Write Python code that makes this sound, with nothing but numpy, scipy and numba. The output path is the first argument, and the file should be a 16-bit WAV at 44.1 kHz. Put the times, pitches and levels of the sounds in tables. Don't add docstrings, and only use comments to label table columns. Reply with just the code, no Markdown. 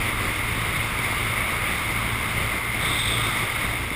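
import sys
import numpy as np
from scipy import signal
from scipy.fft import rfft, irfft
from scipy.io import wavfile
from scipy.ndimage import uniform_filter1d
from numba import njit

SR = 44100
rng = np.random.default_rng(int(sys.argv[2]) if len(sys.argv) > 2 else 0)


def store_pcm(level_fs):
    pcm = np.round(np.clip(level_fs, -1, 1) * 32767).astype(np.int16)
    wavfile.write(sys.argv[1], SR, np.atleast_2d(pcm).T)


def gain_from_decibels(decibels):
    exponent = np.asarray(decibels, float) / 20
    return 10 ** exponent


N = 174195


def level(x, db):
    return x * gain_from_decibels(db) / np.sqrt(np.mean(x ** 2))


def curve(table, axis=1):
    rows = np.array(table, float)
    return np.interp(np.arange(N) / SR, rows[:, 0], rows[:, axis])


@njit
def moving_bandpass(x, hz, width, rate):
    y, band, low = np.empty(len(x)), 0., 0.
    for i in range(len(x)):
        g = np.tan(np.pi * hz[i] / rate)
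        damping = width / hz[i]
        v = (band + g * (x[i] - low)) / (1 + g * (g + damping))
        band = 2 * v - band
        low = low + 2 * g * v
        y[i] = damping * v
    return y


def ring(x, hz, width):
    hz = hz * np.ones(N)
    once = moving_bandpass(x, hz, 1.64 * width, 1. * SR)
    return moving_bandpass(once, hz, 1.64 * width, 1. * SR)


def walk(rate):
    hold = int(SR / rate)
    steps = np.repeat(rng.standard_normal(N // hold + 1), hold)
    w = uniform_filter1d(uniform_filter1d(steps, hold), hold)[:N]
    return (w - w.mean()) / w.std()


def clicks(per_s, spread_db):
    chance = rng.random((3, N))
    hit = chance[0] < per_s / SR
    size = gain_from_decibels(-spread_db * np.log(chance[2] + 0.009))
    return hit * np.sign(chance[1] - .5) * size


def bands(shape, flicker_db, rate):
    points = np.array(shape, float)
    octave = np.log2(np.fft.rfftfreq(N, 1 / SR) + 1e-3)
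    corners = np.log2(points[:, 0])
    spec = rfft(rng.standard_normal(N)) * gain_from_decibels(np.interp(octave, corners, points[:, 1], right=-200))
    spec = spec * np.minimum(1, 2 ** (2 * (octave - corners[0])))
    out = 0
    for centre in np.arange(3, 13.1, .5):
        share = np.cos(np.pi * np.clip(octave - centre, -.5, .5)) ** 2
        out = out + irfft(spec * share, N) * gain_from_decibels(flicker_db * walk(rate))
    return out


# f/Hz, density/dB per Hz
RUMBLE_COLOUR = [(18, -5), (30, 0), (60, -3.5), (95, 2.5), (150, -4.5), (250, -8), (450, -11.5),
                 (800, -16.5)]
# t/s, level/dB
BUFFET_SWELL = [(0.0, -34), (0.29, -35.5), (0.33, -36.5), (2.51, -37), (2.64, -42), (2.97, -34),
                (3.0, -39.5), (3.15, -36), (3.4, -38.5), (3.46, -35), (3.5, -38), (3.95, -37.5)]


def buffeting(eddies):
    swell = curve(BUFFET_SWELL)
    swell = gain_from_decibels(.7 * (swell - swell.mean()) + 0.28 * walk(9) + 0.93 * eddies)
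    sucks = -np.abs(clicks(per_s=70, spread_db=2.5))
    thumps = level(ring(sucks, hz=160, width=268), -41)
    rumble = level(bands(RUMBLE_COLOUR, flicker_db=0.9, rate=18), -33)
    return (rumble + thumps) * swell


# t/s, level/dB
GUSTS = [(0, 2.5), (.12, -0.8), (.5, 0), (.9, -0.5), (1.03, 1.5), (1.35, 0.1), (1.6, -0.1), (1.9, -0.2),
         (2.3, 0), (2.52, -0.5), (2.63, -3), (2.75, 0), (2.9, 1.3), (3.1, -0.5), (3.27, 1), (3.55, 0.5),
         (3.95, -2.5)]
# f/Hz, density/dB per Hz
RUSH_COLOUR = [(300, -27), (600, -1.5), (900, -1), (1700, -2), (2600, 1.5), (3700, -2), (4100, -12),
               (6100, -13.5)]
# f/Hz, width/Hz, level/dB
CASE_MODES = [
    (974, 160, -44),
    (1195, 253, -34),
    (1563, 180, -42.5),
    (2146, 152, -33),
    (2117, 320, -31.5),
    (2570, 380, -49.5),
    (3587, 330, -42),
    (4790, 600, -48.5),
]


def case(eddies):
    taps = level(clicks(per_s=900, spread_db=3), -6.5)
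    rings = 0
    for hz, width, db in CASE_MODES:
        drifting_hz = hz * (1 + 0.0055 * walk(5.03))
        mode = ring(taps + rng.standard_normal(N), drifting_hz, width)
        rings = rings + level(mode * gain_from_decibels(0.82 * walk(14)), db)
    rush = level(bands(RUSH_COLOUR, flicker_db=-1, rate=24.6), -33.5)
    return (rings + rush) * gain_from_decibels(curve(GUSTS) + 0.47 * eddies)


# t/s, firing f/Hz, hum level/dB
ENGINE_RUN = [
    (0, 110.5, -36.5),
    (.6, 109.5, -35.5),
    (1.3, 112.7, -36.5),
    (1.6, 112.5, -41.5),
    (2.1, 113.2, -34),
    (2.7, 114, -36),
    (3.2, 113.5, -32.5),
    (3.45, 114.3, -41),
    (3.7, 114.2, -36.5),
    (3.95, 115, -36),
]
# multiple of the firing rate, level/dB
HUM_PARTIALS = [
    (.5, -5),
    (1, -2),
    (1.5, -25.5),
    (2, -17.5),
    (2.5, -28),
    (4, -26),
]


def engine():
    firing_hz = curve(ENGINE_RUN) * (1 + 0.0025 * walk(6))
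    turn = 2 * np.pi * np.cumsum(firing_hz) / SR
    load_db = 1.1 * walk(14)
    hum = 0
    for order, db in HUM_PARTIALS:
        hum = hum - gain_from_decibels(db + load_db + 1.2 * walk(9.23)) * np.cos(order * turn)
    cycle = np.round(turn / (4 * np.pi)).astype(int)
    scatter_db = 9.5 * np.clip(rng.standard_normal(N // 100), -2, 1.7)
    size = gain_from_decibels(scatter_db)[cycle]
    jolt = -size * np.exp(7.1 * (np.cos(turn / 2) - 1))
    jolt = jolt - uniform_filter1d(jolt, size=500)
    return (np.sqrt(2) * hum + level(jolt, -12.5)) * gain_from_decibels(curve(ENGINE_RUN, axis=2))


# t/s, level/dB
BUZZ_SWELL = [
    (2.77, -53),
    (2.82, -33.5),
    (2.9, -30),
    (3.02, -28.5),
    (3.09, -28),
    (3.17, -29.5),
    (3.28, -33.5),
    (3.4, -40.5),
    (3.65, -46),
]
# f/Hz, width/Hz, level/dB
BUZZ_MODES = [
    (3588, 136, 5.5),
    (3730, 120, -8),
    (3370, 120, 0.5),
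    (4980, 500, -12.5),
]
# t/s, level/dB
HARD_KNOCKS = [
    (2.86, 7),
    (2.967, 5),
    (2.997, 7),
    (3.079, 8),
]


def buzz():
    taps = level(clicks(per_s=1600, spread_db=1.5), 0)
    taps = taps + gain_from_decibels(1) * rng.standard_normal(N)
    knocks = np.array(HARD_KNOCKS)
    taps[(knocks[:, 0] * SR).astype(int)] += gain_from_decibels(22 + knocks[:, 1])
    rings = 0
    for hz, width, db in BUZZ_MODES:
        rings = rings + level(ring(taps, hz * (1 + 0.0044 * walk(12)), width), db)
    return level(rings, 0) * gain_from_decibels(curve(BUZZ_SWELL))


def flare():
    peak_s, length_s = 3.224, 0.079
    swell = np.exp(-.5 * ((np.arange(N) / SR - peak_s) / length_s) ** 2)
    return level(ring(rng.standard_normal(N), hz=1240, width=110), -33) * swell


def scene():
    eddies = walk(27.99)
    return (buffeting(eddies) + case(eddies) + engine() + buzz() + flare())[None]


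def roll_off(x):
    return signal.sosfilt(signal.butter(12, 16400, fs=SR, output="sos"), x)


def record(dry):
    hold_rate, edge_hz, top_hz = 12000, 5530, 15300
    f = np.fft.rfftfreq(N, 1 / SR)
    edge = np.clip((f - edge_hz) / (hold_rate / 2 - edge_hz), 0, 1)
    soft = irfft(rfft(dry) * gain_from_decibels(-16 * edge ** 1.7), N)
    slow = signal.resample(soft, round(N * hold_rate / SR), axis=1)
    held = np.repeat(slow, 4, axis=1)
    spec = rfft(signal.resample(held, N, axis=1))
    mix = irfft(spec * (f < top_hz), N)
    return roll_off(mix)


dry = scene()
out = record(dry)
store_pcm(out)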